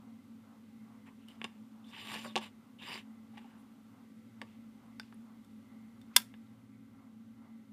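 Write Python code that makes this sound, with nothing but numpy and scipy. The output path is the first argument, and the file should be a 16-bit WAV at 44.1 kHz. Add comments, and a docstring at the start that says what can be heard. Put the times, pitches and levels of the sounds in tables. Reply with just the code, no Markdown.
"""Circuit board on a cutting mat, plug snapping home

A small, dry room, with the microphone close to the mat. A fan gives a low, wavering tone, bands of noise
and soft swishes. A circuit board is set down, turned and slid: knocks, taps and scuffs are short contacts
that ring its resonances, its slides are dense tiny slips, its pins hiss. Fingers and a cable plug tick on
small hard parts; the plug is pushed and snaps home with one sharp click that rings plug and socket.
The nearest walls echo briefly.
"""
import sys
import numpy as np
from scipy import signal
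from scipy.fft import rfft, irfft
from scipy.io import wavfile
from scipy.ndimage import uniform_filter1d, map_coordinates

SR = 44100
rng = np.random.default_rng(int(sys.argv[2]) if len(sys.argv) > 2 else 0)


def bounce(signal):
    """Save signal as a 16-bit WAV file at the path given by the first command-line argument."""
    frames = np.transpose(np.atleast_2d(signal))
    limited = np.clip(frames, -1, 1)
    pcm = np.round(limited * 32767).astype(np.int16)
    wavfile.write(sys.argv[1], SR, pcm)


N = 340692
TIME = np.arange(N) / SR
FREQS = np.fft.rfftfreq(N, 1 / SR)

# colour of the fan's wash and swishes: (frequency [Hz], relative density [dB per Hz])
SWELL_COLOUR = [(300, -27), (680, 5), (820, 6.5), (1250, 7), (1600, -4.5), (2600, -33), (6000, -62)]


def gain_of(db):
    """Decibels to amplitude."""
    return 10 ** (np.asarray(db) / 20)


def evened(x):
    """Scales to rms 1."""
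    return x / np.sqrt(np.mean(x ** 2) + 1e-20)


def unit(x):
    """Scales to energy 1."""
    return x / np.linalg.norm(x)


def read(points, hz):
    """Reads a spectrum table on a log-frequency axis."""
    f, value = np.transpose(points)
    return np.interp(np.log(hz + 1), np.log(f + 1), value)


def add(mix, s, sound):
    """Mixes a sound in at time s."""
    part = mix[round(s * SR):][:len(sound)]
    part += sound[:len(part)]


def coloured(x, gain):
    """Filters a full-length signal; rms 1."""
    return evened(irfft(rfft(x) * gain, N))


def coloured_noise(gain):
    """Full-length noise with the given spectrum; rms 1."""
    return coloured(rng.standard_normal(N), gain)


def waver(rate_hz):
    """Slow chance up to a given rate; rms 1."""
    return coloured_noise(np.exp(-(FREQS / rate_hz) ** 2))


def causal(x, db_at, size=4096):
    """Filters by a gain in dB over frequency, with nothing ahead of the attack (minimum phase)."""
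    log_gain = np.log(gain_of(db_at(abs(np.fft.fftfreq(size, 1 / SR)))))
    taps = np.fft.ifft(np.exp(np.conj(signal.hilbert(log_gain)))).real
    return signal.fftconvolve(x, taps[:size // 2])[:len(x)]


def treble(hz, bright_hz=3970):
    """Share (0-1) of a frequency in the range that only hard contact excites."""
    return 1 - 1 / (1 + (hz / bright_hz) ** 16)


def tilted(tilt_db):
    """A slope in dB per octave above 1 kHz, set by the hardness of the touch."""
    return lambda hz: tilt_db * np.log2(np.maximum(hz, 1000) / 1000)


def favour(x, hz, lift_db, octaves):
    """Lifts one range of a sound and keeps its energy."""
    lifted = causal(x, lambda f: lift_db / (1 + (np.log2((f + 1) / hz) / octaves) ** 2))
    return np.linalg.norm(x) * unit(lifted)


def air(hiss_db=-69.0, wash_db=-77.5, restless_db=2, restless_hz=3):
    """Steady hiss and a soft, restless wash; the recorder's gain control ducks both after the loud snap."""
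    # room air and microphone hiss: (frequency [Hz], relative density [dB per Hz])
    hiss_colour = [(20, -19), (50, -20), (80, -3), (150, 4.5), (290, 5), (340, 1.5), (550, 0.5),
                   (670, -9.5), (1150, -9.5), (1750, -11), (2600, -10.5), (3500, -12), (5200, -17.5),
                   (15000, -21)]
    duck_s, duck_length_s, duck_db = 6.32, 0.39, -2.5  # a set ramp, then held
    ducking = gain_of(duck_db * np.clip((TIME - duck_s) / duck_length_s, 0, 1))
    hiss = gain_of(hiss_db) * coloured_noise(gain_of(read(hiss_colour, FREQS)))
    wash_gain = gain_of(wash_db + restless_db * waver(restless_hz))
    wash = wash_gain * coloured_noise(gain_of(read(SWELL_COLOUR, FREQS)))
    return ducking * (hiss + wash)


def fan_hiss(hz=2050, width_hz=170, restless_db=3.0, restless_hz=4, level_db=-81.0):
    """A faint, diffuse band of hiss in the fan's air comes and goes."""
    band = coloured_noise(1 / (1 + (1.4 * (FREQS - hz) / width_hz) ** 2))
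    return gain_of(level_db) * evened(band * gain_of(restless_db * waver(restless_hz)))


def fan():
    """Narrow bands of turbulence make a restless hum."""
    # the fan's hum beside its main tone: (frequency [Hz], width [Hz], level [dB rms])
    bands = [(65.62, 2.7, -85), (102.3, 4, -72.5), (116.9, 3.7, -70), (163, 6.5, -80.5), (182, 6, -78.5),
             (200, 16, -72.5), (233.3, 44, -66), (263, 18, -63), (379, 5.9, -83.5), (498, 4, -86.5),
             (550, 10, -85), (805, 24, -83.5), (925, 15, -98), (1160, 16, -85.5), (1345, 24.6, -84.5),
             (1540, 70, -87.5)]
    power = 0
    for hz, width, db in bands:
        shape = unit(1 / (1 + (1.4 * (FREQS - hz) / width) ** 2))
        power = power + gain_of(db) ** 2 * shape ** 2
    phases = np.exp(2j * np.pi * rng.random(len(FREQS)))
    return np.sqrt(power.sum()) * evened(irfft(np.sqrt(power) * phases, N))


def drone(hz=222, wander_hz=3.7, wander_rate_hz=14, flutter=0.37, flutter_hz=14, level_db=-3.0):
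    """The fan's strongest tone, unsteady in pitch and strength."""
    # its slow wavering, ahead of the trim level_db: (time [s], level [dB])
    wavering = [(0.15, -50), (0.5, -55.5), (0.8, -49), (1.05, -56), (1.45, -49.5), (1.9, -54), (2.3, -48.5),
                (2.75, -60), (3.1, -50.5), (3.6, -56), (3.998, -53.5), (5.0, -51), (5.8, -53), (6.4, -52.5),
                (6.8, -57), (7.2, -51)]
    phase = 2 * np.pi * np.cumsum(hz + wander_hz * waver(wander_rate_hz)) / SR
    level = gain_of(level_db + np.interp(TIME, *np.transpose(wavering)))
    return level * evened((1 + flutter * waver(flutter_hz)) * np.sin(phase))


def swishes(half_s=0.057, fall_octaves_per_s=1.8):
    """Each sweep of the fan is a soft midrange swell that falls in pitch as it passes."""
    # mostly about 0.44 s apart: (time of the peak [s], level [dB])
    sweeps = [(.04, -68.5), (.52, -68), (.92, -70.5), (1.35, -69), (1.8, -69.5), (2.66, -72.5),
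              (3.1, -72.5), (3.55, -68.5), (3.98, -70), (4.42, -71), (4.86, -69), (5.3, -69), (5.72, -72.5),
              (6.57, -76), (7.03, -71), (7.46, -69)]
    out = np.zeros(N)
    t = np.arange(-SR // 4, SR // 4) / SR
    for s, db in sweeps:
        hz, times, z = signal.stft(rng.standard_normal(len(t)), SR, nperseg=1024)
        sunk_hz = hz[:, None] * 2 ** (fall_octaves_per_s * (times + t[0]))
        noise = signal.istft(z * gain_of(read(SWELL_COLOUR, sunk_hz)), nperseg=1024)[1][:len(t)]
        swish = evened(noise) * np.exp(-(t / half_s) ** 2 / 2)
        add(out, max(s + t[0], 0), gain_of(db) * swish[s + t >= 0])
    return out


def room(x, tail_db=-24, wall_spread_s=0.0027):
    """Clusters of echoes from the nearest walls over a short tail; each band dies at its own speed."""
    # room decay: (frequency [Hz], time to fall 60 dB [s])
    decay = [(200, .3), (1000, 0.24), (3500, 0.2), (5600, 0.226), (10000, 0.2257), (15000, 0.16)]
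    # echoes from the nearest walls: (delay [s], level [dB])
    walls = [(.016, -26), (0.032, -33.5), (.054, -41)]
    t = np.arange(SR // 2) / SR
    hz, times, z = signal.stft(rng.standard_normal(len(t)), SR, nperseg=256)
    fading = gain_of(-60 * times / read(decay, hz)[:, None])
    tail = signal.istft(z * fading, SR, nperseg=256)[1][:len(t)]
    response = gain_of(tail_db) * unit(tail * np.minimum(t / .006, 1))  # the tail builds up over 6 ms
    for s, db in walls:
        cluster = rng.standard_normal(len(t)) * np.exp(-((t - s) / wall_spread_s) ** 2 / 2)
        response = response + gain_of(db) * unit(cluster)
    return signal.fftconvolve(x, response)[:N]


def strokes(brake_law=1.88):
    """Each push speeds the board up evenly and brakes it; yields speed and braking (0-1) and its levels."""
    # pushes over the mat: (start [s], time to top speed [s], time to rest [s], level at top speed [dB],
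    # weight of the lows [dB], weight of the treble [dB], hiss of the pins at top speed [dB])
    pushes = [(1.055, 0.014, .06, -68, 11.5, 1, -88), (1.275, 0.02, 0.13, -64.5, 4, 2, -81),
              (1.389, 0.037, 0.27, -71.5, 14, 2, -71), (1.84, 0.062, 0.075, -69.5, 11, 10, -79),
              (1.91, 0.061, 0.13, -50.5, -1, -8, -60), (1.96, 0.19, 0.25, -46.5, 2, 0, -56),
              (2.07, .08, 0.063, -53, -10, -10, -70), (2.224, 0.026, 0.076, -69, 19, 15, -82),
              (2.403, 0.029, 0.081, -46.5, 3.5, -2, -61), (2.786, 0.095, 0.12, -48, 2, -4, -52),
              (2.89, 0.061, 0.1, -45.5, 2.5, -4, -70), (3.369, 0.01, 0.026, -58, 8, -5, -72),
              (3.3, 0.074, 0.51, -72, 12, -1, -77), (5.0, 0.031, 0.28, -74, 6, -3, -85)]
    for start, rise, fall, *levels in pushes:
        pushing = np.clip((TIME - start) / rise, 0, 1)
        braking = np.clip((TIME - start - rise) / fall, 0, 1)
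        # a law over 1 drops the speed fast at first, then the board creeps to rest
        yield pushing * (1 - braking) ** brake_law, braking, *levels


def catches(let_go_s=0.0047):
    """Gain of the drag: it changes briefly at some moments, mostly a surge that quickly lets go."""
    # pins and mat: (time [s], level against the steady drag [dB])
    snags = [(1.9647, 0), (2.0655, 2), (2.1174, 4.5), (2.1408, 5.5), (2.1836, 6.5), (2.2251, 3.5),
             (2.4187, -2), (2.8218, 5.5), (2.8527, 2), (2.8866, 2), (2.9295, 0)]
    return 1 + sum((gain_of(db) - 1) * (TIME >= s) * np.exp(-abs(TIME - s) / let_go_s) for s, db in snags)


def patches(depth_db, x, size=10, order=7):
    """Lets the spectrum shift in random patches, as the point of contact wanders."""
    z = signal.stft(x, nperseg=256)[2]
    field = uniform_filter1d(rng.standard_normal(z.shape), size, 1)  # smooth over time
    field = evened(uniform_filter1d(field, order, 0))  # and over frequency
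    return evened(signal.istft(z * gain_of(depth_db * field), nperseg=256)[1][:N])


def drifting(x, share, rate_hz):
    """Lets all resonances drift by a small share of their frequency, as the grip changes."""
    return map_coordinates(x, [np.cumsum(1 + share * waver(rate_hz))], order=3, mode="wrap")


def rubbing(slips_per_s=2600, smooth=0.8, judder_db=0.74, judder_hz=120, heavy_hz=1700, wander_db=2.0,
            drift=.012, drift_hz=9, speed_law=1.01):
    """Tiny slips on the mat's grain sound through the board; pressure deepens, sharp edges brighten them."""
    # colour of the rubbing: (frequency [Hz], relative density [dB per Hz])
    colour = [(100, 0), (350, -1.5), (650, -7.5), (950, 2), (1400, -1), (1900, 0.5), (2700, 1.5),
              (3800, -3.5), (4300, -8.5), (6000, -19), (9500, -21.5), (12700, -21), (15000, -18)]
    # peaks and dips on that colour: (frequency [Hz], width [Hz], height [dB])
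    peaks = [(893, 47, 4.5), (1147, 36, 8), (1340, 320, -8.5), (2910, 180, 6), (3620, 100, 2.5),
             (4370, 300, -0.5), (4850, 140, 11), (5510, 220, 10), (5760, 300, -3), (6200, 200, 7),
             (6660, 320, -3), (7360, 530, 15), (8000, 170, -5), (8720, 460, 13.5), (9550, 190, 12),
             (10400, 400, -0.5), (10550, 300, 10), (11900, 280, 12), (13305, 660, -8)]
    sizes = gain_of(2.6 * np.minimum(rng.exponential(1, N), 4))
    slips = (rng.random(N) < slips_per_s / SR) * rng.choice([-1, 1], N) * sizes
    colour_db = read(colour, FREQS)
    for hz, width, db in peaks:
        colour_db = colour_db + db / (1 + (2 * (FREQS - hz) / width) ** 2)
    friction = patches(wander_db, evened(slips) + smooth * rng.standard_normal(N))
    scrape = drifting(coloured(friction, gain_of(colour_db)), drift, drift_hz)
    lows = irfft(rfft(scrape) / (1 + (FREQS / heavy_hz) ** 4), N)
    highs = irfft(rfft(scrape) * treble(FREQS), N)
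    drag = 0
    for speed, _, db, lows_db, highs_db, _ in strokes():
        weighted = scrape + lows * (gain_of(lows_db) - 1) + highs * (gain_of(highs_db) - 1)
        drag = drag + gain_of(db) * speed ** speed_law * weighted  # friction grows with speed
    return drag * catches() * gain_of(judder_db * waver(judder_hz))


def pins(speed_law=0.27, lift_db=19):
    """The pins hiss on the mat even at a crawl, and fade as the board brakes and they lift off."""
    # bands of their hiss: (frequency [Hz], width [Hz], relative level [dB])
    bands = [(2770, 530, -5.5), (3640, 170, -10)]
    hiss = 0
    for hz, width, db in bands:
        hiss = hiss + gain_of(db) * coloured_noise(1 / (1 + (2.0 * (FREQS - hz) / width) ** 2))
    level = sum(gain_of(pins_db - lift_db * braking) * speed ** speed_law
                for speed, braking, *_, pins_db in strokes())
    return hiss * level


def grazes():
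    """Short, light strokes: friction noise in a single resonance."""
    # fingers and pins: (time of the middle [s], length [s], level [dB], resonance [Hz], width [Hz])
    light_strokes = [(1.079, 0.034, -65.5, 2250, 900), (1.09, 0.077, -69, 980, 500),
                     (1.223, .06, -73.5, 2750, 800), (1.3, 0.047, -65, 2930, 440),
                     (1.847, .01, -67.5, 3140, 900), (1.88, .08, -68, 3550, 200),
                     (1.902, 0.022, -77, 4600, 1800), (1.944, .03, -60, 2900, 1000),
                     (2.143, 0.015, -55, 4500, 900), (2.257, 0.029, -50.5, 1300, 700),
                     (2.278, .03, -61, 4580, 800), (2.3, .06, -61, 3640, 300),
                     (2.797, 0.018, -59.5, 2800, 800), (2.83, 0.022, -55, 3070, 1200),
                     (2.92, .11, -57, 4850, 450), (2.991, .025, -55.5, 2700, 1600),
                     (3.342, 0.015, -66, 830, 250), (3.385, 0.02, -66, 2060, 1100),
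                     (3.387, .02, -63, 800, 160), (3.545, .03, -72, 1650, 500),
                     (3.6, .05, -79, 10000, 5000), (4.51, 0.12, -74, 2670, 1700),
                     (5.044, 0.087, -78, 3670, 4000), (6.12, 0.045, -68.5, 1250, 600),
                     (6.15, 0.028, -66, 2140, 2420), (6.47, .014, -77, 3630, 900),
                     (6.74, .07, -79, 2180, 250)]
    out = np.zeros(N)
    for s, length, db, hz, width in light_strokes:
        t = np.arange(-2 * length, 2 * length, 1 / SR)
        resonance = signal.iirpeak(hz, hz / width, fs=SR)
        hiss = signal.filtfilt(*resonance, rng.standard_normal(len(t)), padlen=0)
        add(out, s + t[0], gain_of(db) * evened(hiss) * np.exp(-(2 * t / length) ** 4))
    return out


def burst(contact_s, t60, rattle, size):
    """A very short contact and a brief chatter of the two surfaces, its spectrum roughly evened out."""
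    t = np.arange(size) / SR
    contact, chatter = rng.standard_normal((2, size))
    x = unit(contact * np.exp(-(t / contact_s) ** 2)) + rattle * unit(chatter * gain_of(-60 * t / t60))
    power = uniform_filter1d(abs(np.fft.fft(x)) ** 2, size=25, mode="wrap")
    return causal(x, lambda f: -10 * np.log10(power + .2 * power.mean()), size=size)


def blow(modes, colour, contact_s, crack_db, crack_t60, rattle, tone_db, detune, ring=1, size=8192):
    """One contact: a spike and its chatter drive the part's resonances; ring scales how long they last."""
    f = abs(np.fft.fftfreq(size, 1 / SR))
    power = 0
    for hz, db, t60 in modes:
        centre = hz * (1 + detune * rng.normal())
        half_width = np.log(1000) / (2 * np.pi * t60 * ring)  # a longer ring is a narrower peak
        resonance = 1 + ((f ** 2 - centre ** 2) / (2 * centre * half_width)) ** 2
        power = power + (gain_of(db) * t60) ** 2 / resonance
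    crack = gain_of(crack_db) * unit(gain_of(read(colour, f)))
    body = np.hypot(unit(np.sqrt(power)), crack)
    strike = burst(contact_s, crack_t60 * ring, rattle, size)
    sound = causal(strike, lambda hz: 20 * np.log10(body) + tone_db(hz), size=size)
    return unit(sound) * np.sqrt(SR / 200)  # the energy of 5 ms at rms 1


def knocks(thud_hz=1300, lift_octaves=0.26):
    """Knocks, taps and scuffs ring the board: some drive the low modes, fingers damp the ring."""
    # contacts: (time [s], level [dB], treble from hard contact [dB], weight of the low thud [dB],
    # range that the struck spot favours [Hz], its lift [dB], relative ring time)
    contacts = [(1.4159, -39.5, -22, 1, 2630, 6, .45), (1.4427, -37, 0.5, 4, 2980, 13, 0.78),
                (1.4463, -38, -11.5, 1.5, 2900, -1, 0.67), (1.4508, -45.5, -19, 7, 1500, 2, 0.52),
                (2.159, -44, -7, 6, 2965, 6, .8), (2.2485, -45, -16.5, 16, 1300, 11, 1.8),
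                (2.257, -44, -16, 17, 590, 15, 2.5), (2.3567, -29.5, -7.5, 7, 2800, 8, 1.5),
                (2.3622, -28.5, -1.5, 24, 3740, 12.5, 1.4), (2.3653, -31, -8, 14, 790, 19, 0.8),
                (2.3772, -33.5, -7, 7, 3170, 7, 1.16), (2.3850, -43.5, 3, 11, 890, 11, 0.75),
                (2.930, -46.5, -8, -10, 2700, 12, .8), (2.9432, -48, -3, 3, 4700, 21, .7),
                (2.9565, -43, -16, 5, 2150, 12, 0.8), (2.977, -46, -8, -8, 2300, 9, 1.2),
                (3.3735, -52.5, -16, 5, 820, 16, 1.9), (3.444, -54, -14, 6, 790, 25, 1.4),
                (4.4160, -41, -12.5, -2, 1950, 8, 0.56), (4.4190, -46.5, -12, 13, 960, 10, .8),
                (4.4226, -49, -12, 10, 510, 11, 1.1), (6.3404, -54.5, -24, -3, 2800, -1, 0.75)]
    # what the board rings with: (frequency [Hz], relative level [dB], nominal time to fall 60 dB [s])
    board_modes = [(216, -6, 0.22), (374, -5.5, 0.068), (510, 2, 0.02), (602, -12, 0.12), (787, -4, 0.033),
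                   (906, -1, 0.044), (1125, -3, 0.083), (1697, 4, 0.027), (1980, -13, 0.054),
                   (2210, -0.5, 0.041), (2830, 4.5, 0.022), (3570, 2.5, 0.031), (4970, 0, 0.037),
                   (7350, -3, 0.044), (8800, 1, 0.028)]
    # first crack of contact: (frequency [Hz], relative level [dB])
    crack = [(100, 2), (400, -14), (1000, -26), (1400, -5), (2800, 3.5), (3800, -3), (5800, -3),
             (8700, -10), (10500, -17.5), (15000, -26)]
    out = np.zeros(N)
    for s, db, hard_db, thud_db, spot_hz, lift_db, ring in contacts:
        modes = [(hz, level + thud_db * (hz < thud_hz), t60) for hz, level, t60 in board_modes]
        knock = blow(modes, crack, contact_s=0.00058, crack_db=-4.0, crack_t60=0.035, rattle=0.69,
                     tone_db=lambda f: hard_db * treble(f), detune=0.019, ring=ring)
        add(out, s, gain_of(db) * favour(knock, spot_hz, lift_db, lift_octaves))
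    return out


def touches(lift_octaves=0.12):
    """Fingers and plug: light ticks on small hard parts; in each, one resonance stands out."""
    # the tick at 4.4168 s belongs to a tap on the board: (time [s], level [dB],
    # treble tilt [dB per octave], resonance that stands out [Hz], its lift [dB])
    ticks = [(1.285, -55.5, 8, 2950, 25), (4.4168, -54, 3, 4750, 17), (4.9975, -43, -1, 4950, 18),
             (4.9982, -42.5, -3, 1520, 11), (5.0012, -54, -2, 850, 21), (5.032, -65, -4, 2650, 18),
             (5.125, -58, -8, 1720, 5), (5.127, -58, -9, 950, 10), (5.143, -68, 9, 10000, 19),
             (5.447, -67.5, 4, 7400, 7), (6.015, -62, 3, 3620, 7)]
    # what the small parts ring with: (frequency [Hz], relative level [dB], time to fall 60 dB [s])
    small_modes = [(1484, -3, 0.016), (1610, 5, 0.016), (2290, 0, 0.012), (2904, -1, .01),
                   (3560, -0.5, 0.036), (4600, -1, 0.0096), (4950, -12, 0.014), (5445, -7.5, 0.037),
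                   (7930, -13, 0.018), (8580, -6, .013)]
    # first crack of contact: (frequency [Hz], relative level [dB])
    crack = [(100, -40), (900, -15), (1400, -3), (2800, 1), (5600, -19), (6500, -9), (12500, -12),
             (15000, -18)]
    out = np.zeros(N)
    for s, db, tilt_db, hz, lift_db in ticks:
        tick = blow(small_modes, crack, contact_s=.001, crack_db=-6.5, crack_t60=0.016, rattle=1.5,
                    tone_db=tilted(tilt_db), detune=0.0017)
        add(out, s, gain_of(db) * favour(tick, hz, lift_db, lift_octaves))
    return out


def plug(spray_db=5, spray_dull_db=0.7):
    """The plug slips past the springs, hits home and rebounds; returns near sound and spray to the room."""
    # scrape, snap and rattle: (time [s], level [dB], treble tilt [dB per octave])
    contacts = [(6.1619, -41, 1.5), (6.1632, -26.5, 5), (6.1642, -12, 1), (6.1672, -28.5, 4),
                (6.1692, -32, -1), (6.1785, -42, 2), (6.182, -41, -1), (6.187, -46.5, 1),
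                (6.202, -48.5, -2)]
    # plug and socket as they lock: (frequency [Hz], relative level [dB], time to fall 60 dB [s])
    shell_modes = [(295, -22, 0.035), (790, -18.5, 0.03), (991, -13, 0.05), (1220, -17, 0.042),
                   (1600, -11, 0.044), (1720, -13, .026), (2080, -9.5, 0.027), (2803, -3.5, 0.014),
                   (3332, 1.5, 0.013), (3560, -2.5, 0.031), (4240, -4, 0.012), (4720, -3, .014),
                   (5200, -2, 0.012), (5400, -4.5, 0.024), (5840, -7.5, 0.017), (6577, -4.5, .012),
                   (7600, -4, 0.011), (8340, 0.5, 0.0072), (9290, -6.5, 0.012), (9940, -3, 0.014),
                   (10890, -15.5, 0.045), (11040, -11.5, 0.03), (13100, -5, 0.0072), (14300, -7.5, .012)]
    # first crack of contact: (frequency [Hz], relative level [dB])
    crack = [(100, -30), (450, -14.5), (1400, 2), (3400, -1.5), (6000, -8), (10000, -6), (12200, -3),
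             (15000, -1.5)]
    near, far = np.zeros(N), np.zeros(N)
    for s, db, tilt_db in contacts:
        click = blow(shell_modes, crack, contact_s=.0017, crack_db=-7.5, crack_t60=0.016, rattle=0.98,
                     tone_db=tilted(tilt_db), detune=0.0012)
        add(near, s, gain_of(db) * click)
        # other directions receive another mix of the modes, with more of the crack
        spray = blow(shell_modes, crack, contact_s=0.0009, crack_db=spray_db, crack_t60=0.028, rattle=2.2,
                     tone_db=tilted(tilt_db - spray_dull_db), detune=.015)
        add(far, s, gain_of(db) * spray)
    return near, far


def scene(low_hz=150):
    """Board, plug and fan in the room; such small parts radiate hardly any bass."""
    background = drone() + fan() + swishes() + fan_hiss() + air()
    handling = knocks() + rubbing() + pins() + grazes() + touches()
    snap, spray = plug()
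    parts = handling + snap + room(spray + gain_of(4.5) * handling)
    parts = signal.sosfilt(signal.butter(2, low_hz, "high", fs=SR, output="sos"), parts)
    return (parts + background)[None]


def record(dry, edge_hz=15180):
    """The recorder's band limit: a steep low-pass."""
    lowpass = signal.firwin(511, edge_hz, window=("kaiser", 9), fs=SR)
    return signal.oaconvolve(dry, lowpass[None], "same")


dry = scene()
out = record(dry)
bounce(out)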